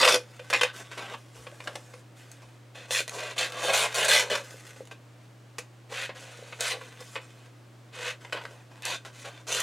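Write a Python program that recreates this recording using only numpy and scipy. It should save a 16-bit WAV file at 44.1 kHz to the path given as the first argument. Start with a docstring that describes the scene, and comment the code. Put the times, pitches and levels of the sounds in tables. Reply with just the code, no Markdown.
"""A glossy page is ripped from a magazine, flaps, is turned in the hands and cut with scissors.
Paper sounds are swarms of tiny fibre breaks and slips that ring the sheet in three bands:
crunch (1.1-5 kHz), flutter (below) and fizz (above). The blades slide, click and shear.
The craft table and near walls of a small room colour it all; a 120 Hz hum and soft rush run beneath."""
import sys
import numpy as np
from scipy import signal
from scipy.fft import rfft, irfft, next_fast_len
from scipy.io import wavfile
from scipy.ndimage import uniform_filter1d, map_coordinates

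SR = 44100
rng = np.random.default_rng(int(sys.argv[2]) if len(sys.argv) > 2 else 0)


def unload_audio(sound):
    """Save the sound as a 16-bit wav file, at the path given as the first command line argument."""
    columns = np.transpose(np.atleast_2d(sound))
    # keep every value between -1 and 1, then stretch to whole-number steps
    steps = np.round(np.clip(columns, -1, 1) * 32767)
    wavfile.write(sys.argv[1], SR, steps.astype(np.int16))


N = 424241
LEAD_SAMPLES = 128  # delay of the strike within a paper ring

# Spectrum of taut paper. Each row: frequency in Hz, level in dB.
TAUT_SPECTRUM = [(25, -63), (150, -20), (280, -16), (400, -8), (520, 1), (750, -7.5), (1020, -1.5),
                 (1350, -5), (2000, -3), (3000, -3), (5000, -10.5), (10000, -21.5), (16000, -41)]
# Resonances of the table and near walls that colour every paper sound. Each row: frequency in Hz, width in Hz,
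# lift in dB.
ROOM_MODES = [(495, 50, 3), (1128, 70, 3.5), (1542, 196, 6), (1980, 190, 4), (2510, 115, 6.5),
              (3057, 130, 2.5), (3565, 160, 4)]


def rip():
    """Taut fibres break as the page rips along the spine and flaps free."""
    # Each row: one pull, columns as in effort().
    pulls = [(0.0, 0.16, -22, -2.5, -2.5, -3.5), (0.528, 0.07, -29, -19, -2, -9),
             (0.644, 0.068, -38.5, -19, -6, -27)]
    taut = paper_rings(TAUT_SPECTRUM, ROOM_MODES)
    pull = effort(pulls, attack_s=0.001, release_t60_s=0.055, arch_db=-2, dulling_db=-3.5)
    return amp(-2.5) * fibre_swarm(pull, taut, per_second=2000, spread_db=4.5, clump_db=0.5,
                                   clump_hz=210, rub_db=-9, flex_db=3.5, sparkle_db=7)


def scissors():
    """The blades slide along the sheet, click into the end of the slit and shear the fibres."""
    # Each row: one blade stroke, columns as in effort().
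    slides = [(2.745, 0.11, -48, -6, -3.5, -8.5), (2.87, 0.054, -53, 10, 4, -1),
              (3.105, 0.089, -45.5, 3, 6, 0), (3.175, .15, -39, -5.5, -4, -9.5),
              (3.356, .15, -44.5, -8, 2.5, -4.5), (3.52, .12, -40, 8, 2, -6),
              (3.85, 0.097, -41.5, -2, -2.5, -7), (4.215, 0.09, -43.5, -14, 3, -6),
              (4.365, 0.053, -41, -14, 1, -4.5), (5.885, 0.043, -49.5, 19, 1, -6),
              (5.93, 0.12, -35, -0.5, -11, -9.5), (6.145, 0.74, -53.5, -8.5, -2.5, -4.5),
              (6.58, .03, -44.5, 9, -1, -6), (6.73, 0.05, -48.5, -9, 6.5, -10),
              (7.92, 0.11, -43, 12.5, -4.5, -9), (8.035, 0.069, -33, -2, -10, -13),
              (8.822, 0.041, -39.5, 8, -17, -14.5), (9.125, 0.11, -54, 7, -9, -1.5),
              (9.24, 0.047, -42, -7, -1, -9.5), (9.295, 0.12, -55.5, -6, 0, -9.5)]
    cuts = [(2.909, 0.098, -29.5, 2, -13, -3), (3.378, 0.091, -28.5, -6.5, -7.5, -10),
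            (3.63, 0.12, -31.5, 3.5, 2.5, -6.5), (3.73, .13, -25.5, -4.5, -5.5, -4.5),
            (3.942, 0.13, -26, 0.5, -3, -6.5), (4.08, .14, -21, -7, -10, -6.5),
            (4.298, 0.056, -27.5, -1.5, 0, -11), (6.607, 0.12, -30, 3.5, -8.5, -7.5),
            (8.855, 0.097, -33, 0.5, -6.5, -8.5), (9.467, 0.057, -36, 10.5, -6, -5),
            (9.515, .105, -30.5, 1, -8.5, -5.5)]
    # Blade clicks. Each row: time in seconds, relative level in dB, fizz offset in dB.
    bites = [(2.316, -41.5, 5.5), (2.9078, -13.5, -12.5), (2.9693, -18, -18), (2.992, -13, -20),
             (3.079, -22.5, -6), (3.0848, -26, -14), (3.0946, -22.5, -7), (3.5219, -22, -13),
             (4.05, -24.5, 6), (4.854, -43, -4), (4.873, -38.5, -6), (6.6076, -19, 1), (8.8225, -30, -5.5),
             (8.8532, -24, 3.5), (9.3767, -36.5, -17), (9.6026, -21.5, 4)]
    # Paper under the blades. Each row: frequency in Hz, level in dB.
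    slide_spectrum = [(100, -36), (330, -15), (490, 0), (650, -4), (770, -8.5), (1500, -3.5), (2600, -1.5),
                      (3800, -5.5), (4900, -14), (6500, -12.5), (10000, -21), (16000, -40)]
    cut_spectrum = [(30, -74), (180, -21.5), (270, -28), (380, -11), (490, -3), (660, -3), (760, -9),
                    (1200, -7), (2500, -1), (3600, -1.5), (4900, -8), (6500, -4.5), (10000, -10.5),
                    (16000, -29.5)]
    # Ringing of the rubbing blades. Each row: frequency in Hz, width in Hz, lift in dB.
    blade_modes = [(4140, 220, 4.5), (4620, 130, 5), (6100, 200, 2.5), (7200, 160, 3.5), (9840, 400, 0.5)]
    rubbed = paper_rings(slide_spectrum, ROOM_MODES + blade_modes)
    sheared = paper_rings(cut_spectrum, ROOM_MODES + blade_modes)
    push = effort(slides, attack_s=0.013, release_t60_s=0.11, arch_db=0, dulling_db=-1)
    slide = amp(-0.7) * fibre_swarm(push, rubbed, per_second=3000, spread_db=2, clump_db=2.5,
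                                    clump_hz=130, rub_db=-3, flex_db=0, sparkle_db=2.5)
    squeeze = effort(cuts, attack_s=0.0042, release_t60_s=0.08, arch_db=2.5, dulling_db=5)
    shear = amp(-1.54) * fibre_swarm(squeeze, sheared, per_second=2600, spread_db=2.5, clump_db=1.5,
                                     clump_hz=260, rub_db=-6.5, flex_db=2.4, sparkle_db=1.5)
    clicks = np.zeros(N)
    for start_s, db, fizz_db in bites:
        ring = amp([db + 9.5, db + 2, db + fizz_db + 14.5]) @ sheared
        add(clicks, start_s - LEAD_SAMPLES / SR, crack(ring, t60_s=0.0054, crumple_db=3.5))
    return without_bass(slide + shear + clicks)


def rustle():
    """The loose sheet rubs and crinkles in the hands, with stray ticks."""
    # Each row: one hand movement, columns as in effort().
    moves = [(0.2, .3, -58, 9, -6, -5), (0.727, 0.089, -44, 0.5, -2, -3.5), (0.83, 0.15, -53.5, 0, -16, -6),
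             (0.968, 0.18, -40, -9, 0, -13), (1.17, 0.19, -64.5, -5, -2, 1.5),
             (1.34, 0.66, -59.5, -5, 1, 1), (1.655, 0.097, -52, -9, 5, -8),
             (2.155, 0.41, -60.5, -11, -14, -4), (4.43, 0.4, -55, -11, -6, -1),
             (5.2, 0.049, -64.5, -3, -4, -5), (6.79, 0.22, -52.5, -4, -8, -6.5),
             (6.995, 0.17, -52.5, 0, -10, 0.5), (7.2, 0.27, -59.5, -4, -7, -6),
             (8.2, 0.14, -56, -13, -3, -5.5), (8.335, 0.069, -39.5, -12, 1, -17),
             (8.41, 0.21, -56.5, -11, 1, -5), (8.7, 0.15, -60, 5, 2, -7)]
    # Loose paper. Each row: frequency in Hz, level in dB.
    loose_spectrum = [(60, -67), (170, -17.5), (320, -9.5), (500, 0), (800, -5), (1500, -0.5), (3000, -1.5),
                      (5000, -10), (8000, -14), (11000, -21), (16000, -34)]
    loose = paper_rings(loose_spectrum, ROOM_MODES)
    touch = effort(moves, attack_s=0.015, release_t60_s=0.092, arch_db=-2, dulling_db=0.5)
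    rubbing = amp(-2.07) * fibre_swarm(touch, loose, per_second=1500, spread_db=5, clump_db=4.5,
                                       clump_hz=51, rub_db=-0.5, flex_db=2.5, sparkle_db=0.5)
    tick_gain = np.minimum(amp(-8) * touch[0], amp(-57))
    tick_force = tick_gain * breaks(N, per_second=30, spread_db=4)
    ticks = signal.oaconvolve(tick_force, [1, 0.6, 0.3] @ loose)[LEAD_SAMPLES:LEAD_SAMPLES + N]
    return rubbing + without_bass(ticks)


def snaps():
    """The sheet buckles or is tapped; a smaller dent rings higher."""
    # Each row: time in seconds, relative level in dB, fizz offset in dB, t60 in seconds, pitch in Hz.
    dents = [(0.029, -6, -21, 0.064, 1100), (0.0514, -7.5, -11, 0.011, 1110),
             (0.0769, -5.5, -18, 0.022, 1090), (0.0891, -7, -8, 0.036, 1480), (0.395, -32, -16, 0.03, 2420),
             (0.5012, -18, -8.5, 0.05, 1980), (0.5313, -13, -15, 0.035, 1970),
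             (0.612, -9, -13.5, 0.034, 3080), (0.633, -9.5, -11, 0.019, 2580),
             (0.9152, -27.5, -13, 0.12, 1550), (0.9774, -26, -13, 0.022, 2500),
             (1.1408, -27.5, -42, 0.024, 1300), (1.468, -30, -22, 0.017, 2500),
             (1.6039, -29.5, -19, 0.019, 2410), (1.674, -19.5, -19, 0.027, 1380),
             (1.7552, -27, -6, 0.021, 820), (1.937, -37.5, -14, 0.033, 1370), (2.42, -42, -8, 0.11, 2500),
             (4.353, -15, -10, 0.034, 1460), (4.762, -40, -9, 0.082, 2000),
             (4.9123, -31.5, -12, 0.06, 2500), (5.5837, -23.5, -4, 0.041, 2630),
             (6.0927, -26.5, -29, 0.098, 2050), (6.5254, -26.5, -29, 0.033, 2520),
             (6.812, -34, -26, 0.069, 1500), (7.0048, -39.5, 0.5, 0.05, 2410),
             (7.156, -18.5, -37, 0.089, 2260), (8.2485, -32.5, -18.5, 0.023, 2050),
             (8.325, -17, -17, 0.038, 1590), (8.3725, -25, -28, 0.064, 1560),
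             (8.4122, -35, -25, 0.06, 1470), (8.4525, -27.5, -21, 0.012, 1570),
             (9.0502, -28.5, -10, 0.16, 1500)]
    track = np.zeros(N)
    for start_s, db, fizz_db, t60_s, hz in dents:
        dent = paper_rings(TAUT_SPECTRUM, ROOM_MODES + [(hz, 0.3 * hz, 6)])
        flutter_db = 4.5 - 0.29 * db  # hard snaps are crisp, soft ones hollow
        ring = amp([db + 14.5, db + flutter_db, db + fizz_db + 17]) @ dent
        add(track, start_s - LEAD_SAMPLES / SR, crack(ring, t60_s, crumple_db=7.5))
    return without_bass(track)


def pops():
    """The curved sheet flips through with a hollow pop."""
    # Each row: time in seconds, level in dB, pitch in Hz.
    flips = [(0.986, -30, 540), (1.524, -34.5, 570), (1.754, -25.5, 506), (3.004, -21, 517),
             (4.542, -32.5, 500), (4.806, -24, 506), (6.093, -21.5, 510), (6.39, -31, 514),
             (6.425, -29, 505), (7.012, -32, 500)]
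    track = np.zeros(N)
    for start_s, db, hz in flips:
        add(track, start_s, amp(db) * knock(hz, t60_s=0.024, attack_s=0.00095))
    return without_bass(track)


def thumps():
    """Soft thumps carry through the table."""
    # Each row: time in seconds, level in dB.
    bumps = [(1.375, -51), (2.44, -58)]
    track = np.zeros(N)
    for start_s, db in bumps:
        add(track, start_s, amp(db) * knock(hz=61.6, t60_s=0.2, attack_s=0.012))
    return track


def effort(strokes, attack_s, release_t60_s, arch_db, dulling_db):
    """Crunch, flutter and fizz envelopes: each stroke takes hold, arches, swells and lets go."""
    t = np.arange(N) / SR
    power = np.zeros((3, N))
    # Each row: start in seconds, length in seconds, relative crunch level in dB,
    # swell from start to end in dB, flutter and fizz in dB re crunch.
    for start_s, length_s, db, swell_db, flutter_db, fizz_db in strokes:
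        active = slice(*np.searchsorted(t, [start_s, start_s + length_s + 2 * release_t60_s]))
        age_s = t[active] - start_s
        travel = np.minimum(age_s / length_s, 1) - 0.5
        release_db = 60 * np.maximum(age_s - length_s, 0) / release_t60_s
        crunch_db = db + swell_db * travel + arch_db * (1 / 3 - (2 * travel) ** 2) - release_db
        bands = amp([crunch_db, crunch_db + flutter_db, crunch_db + fizz_db - dulling_db * travel])
        grip = np.minimum(age_s / attack_s, 1)
        power[:, active] += (grip * bands) ** 2
    return np.sqrt(power)


def fibre_swarm(levels, rings, per_second, spread_db, clump_db, clump_hz, rub_db, flex_db, sparkle_db):
    """Clumps of fibre breaks over smooth rubbing ring the sheet, following the band envelopes."""
    clumps = unit(breaks(N, per_second, spread_db) * amp(clump_db * wobble(clump_hz)))
    rubbing = amp(rub_db) * rng.standard_normal(N)
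    force = unit(flexing(clumps + rubbing, flex_db))
    sharp = unit(force * amp(sparkle_db * wobble(350)))  # some breaks are brighter
    bands = signal.oaconvolve(levels * [force, force, sharp], rings, axes=1)
    return bands.sum(0)[LEAD_SAMPLES:LEAD_SAMPLES + N]


def paper_rings(spectrum, modes, size=4096):
    """Crunch, flutter and fizz responses to one fibre break."""
    hz = np.fft.rfftfreq(size, 1 / SR)
    lift_db = sum(db / (1 + (2 * (hz - mode_hz) / width_hz) ** 2) for mode_hz, width_hz, db in modes)
    over_flutter, over_crunch = (1 - 1 / (1 + (hz / edge_hz) ** 8) for edge_hz in (1100, 5000))
    bands = np.array([over_flutter - over_crunch, 1 - over_flutter, over_crunch])
    # minimum phase: the paper rings only after it is struck
    cepstrum = irfft(np.log(amp(along(spectrum, hz) + lift_db)))
    fold = np.r_[1, np.full(size // 2 - 1, 2), np.zeros(size // 2)]
    response = np.exp(rfft(cepstrum * fold))
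    rings = np.roll(irfft(response * bands), LEAD_SAMPLES, axis=1)[:, :size // 2]
    return rings / np.linalg.norm(rings, axis=1, keepdims=True)


def breaks(count, per_second, spread_db):
    """Random impulses, mostly small with a few large ones."""
    present = rng.random(count) < per_second / SR
    strength = amp(spread_db * np.minimum(rng.standard_normal(count), 2.3))
    return unit(present * strength * np.sign(rng.standard_normal(count)))


def crack(ring, t60_s, crumple_db, count=8192):
    """One sharp break sets off a run of smaller ones that builds and dies away."""
    t = np.arange(count) / SR
    envelope = amp(-60 * t / max(t60_s, 0.003)) * (1 - np.exp(-t / 0.0018))
    run = breaks(count, per_second=5000, spread_db=2.5) * envelope
    force = amp(crumple_db) * run / np.linalg.norm(run)
    force[0] += 1
    return signal.fftconvolve(force / np.linalg.norm(force), ring)


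def knock(hz, t60_s, attack_s):
    """A heavily damped low mode."""
    t = np.arange(SR // 3) / SR
    return np.cos(2 * np.pi * hz * t) * amp(-60 * t / t60_s) * (1 - np.exp(-t / attack_s))


def flexing(x, depth_db):
    """Resonances come and go as the sheet bends: patches of gain over time and frequency."""
    spectra = signal.stft(x, nperseg=512)[2]
    patches = uniform_filter1d(rng.standard_normal(spectra.shape), size=5, axis=0)
    patches = uniform_filter1d(patches, size=7, axis=1)
    return signal.istft(spectra * amp(depth_db * patches / patches.std()), nperseg=512)[1][:N]


def without_bass(x, corner_hz=130):
    """Remove the deep bass below about 130 Hz."""
    return filtered(x, lambda hz: 1 - 1 / (1 + (hz / corner_hz) ** 4))


def room(x, block=16384, overlap=512):
    """Nearly mono echoes, redrawn block by block as the sheet moves."""
    # Left-right difference of the echoes. 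Each row: frequency in Hz, gain in dB.
    side_spectrum = [(700, -14), (2600, 10.5), (4000, 11.5), (8000, 10), (13000, 2)]
    mid, side = np.zeros(N), np.zeros(N)
    for start in range(0, N, block):
        piece = x[start:start + block + overlap]
        fade = np.interp(np.arange(len(piece)), [0, overlap, block, block + overlap],
                         [start == 0, 1, 1, 0])
        echoes = reflections(wet_db=-6, side_db=-33, early_db=-8, early_t60_s=0.043)
        for track, echo in zip((mid, side), echoes):
            add(track, start / SR, signal.fftconvolve(piece * fade, echo))
    side = filtered(side, lambda hz: amp(along(side_spectrum, hz)))
    return np.array([mid + side, mid - side])


def reflections(wet_db, side_db, early_db, early_t60_s):
    """Mid and side responses for one sheet position: direct sound, table and shelves, short tail."""
    # Room decay. Each row: frequency in Hz, t60 in seconds.
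    decay = [(200, 0.16), (800, 0.165), (2500, 0.16), (6000, 0.16), (15000, 0.15)]
    hz, t, spectra = signal.stft(rng.standard_normal((2, SR // 4)), SR, nperseg=256)
    tail = signal.istft(spectra * amp(-60 * t / along(decay, hz)[:, None]), SR, nperseg=256)[1]
    age_s = np.arange(tail.shape[1]) / SR
    early = breaks(len(age_s), per_second=1500, spread_db=5.5)
    early *= amp(-60 * age_s / early_t60_s) * (age_s > 0.001)
    tail *= 1 - np.exp(-age_s / 0.0011)
    tail /= np.linalg.norm(tail, axis=1, keepdims=True)
    mid = amp(wet_db) * tail[0] + amp(early_db) * early / np.linalg.norm(early)
    mid[0] += 1
    return np.array([mid / np.linalg.norm(mid), amp(side_db) * tail[1]])


def hum(hz=120):
    """Steady electrical hum."""
    rms = amp(-52.5 + 0.15 * wobble(5))
    return rms * np.sqrt(2) * np.sin(2 * np.pi * hz * np.arange(N) / SR)


def room_air():
    """Soft rush of the room."""
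    # The rush and its left-right difference. Each row: frequency in Hz, gain in dB.
    air_spectrum = [(25, -18), (45, -20), (70, -10), (140, 0.5), (200, -1), (310, 4.5), (400, -3), (550, 0),
                    (800, -5.5), (1600, -9), (3000, -13.5), (5000, -18), (8000, -20.5), (12000, -29),
                    (16000, -31)]
    side_spectrum = [(25, -4), (60, -9.5), (130, -14), (290, -10), (640, -8.5), (1410, -8.5), (3100, -9),
                     (6820, -13), (15000, -24.5)]
    rush = unit(filtered(rng.standard_normal((2, N)), lambda hz: amp(along(air_spectrum, hz))))
    mid = amp(-57 + 0.25 * wobble(1.8)) * rush[0]
    side = amp(-57) * filtered(rush[1], lambda hz: amp(along(side_spectrum, hz)))
    return np.array([mid + side, mid - side])


def amp(db):
    """Decibels to gain."""
    return 10 ** (np.asarray(db) / 20)


def unit(x):
    """Scale to rms 1."""
    return x / np.sqrt(np.mean(x ** 2, axis=-1, keepdims=True) + 1e-20)


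def along(points, hz):
    """Interpolate (Hz, value) points on a log axis."""
    knots_hz, values = np.transpose(points)
    return np.interp(np.log(hz + 1), np.log(knots_hz), values)


def wobble(rate_hz):
    """Random curve with rate_hz knots a second."""
    knots = rng.standard_normal(int(N * rate_hz / SR) + 4)
    return map_coordinates(knots, [np.arange(N) * rate_hz / SR], order=1)


def filtered(x, response):
    """Apply the gain response(hz)."""
    count = x.shape[-1]
    size = next_fast_len(count + 8192)
    return irfft(rfft(x, size) * response(np.fft.rfftfreq(size, 1 / SR)), size)[..., :count]


def add(track, start_s, sound):
    """Mix a sound in at start_s."""
    start = max(round(start_s * SR), 0)
    track[start:start + len(sound)] += sound[:max(N - start, 0)]


def scene():
    """Page and scissors in the humming room."""
    page = rip() + rustle() + snaps() + pops()
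    return room(page + thumps() + scissors()) + hum() + room_air()


def record(dry):
    """Brick-wall low-pass at 15.9 kHz."""
    return filtered(dry, lambda hz: hz < 15900)


dry = scene()
out = record(dry)
unload_audio(out)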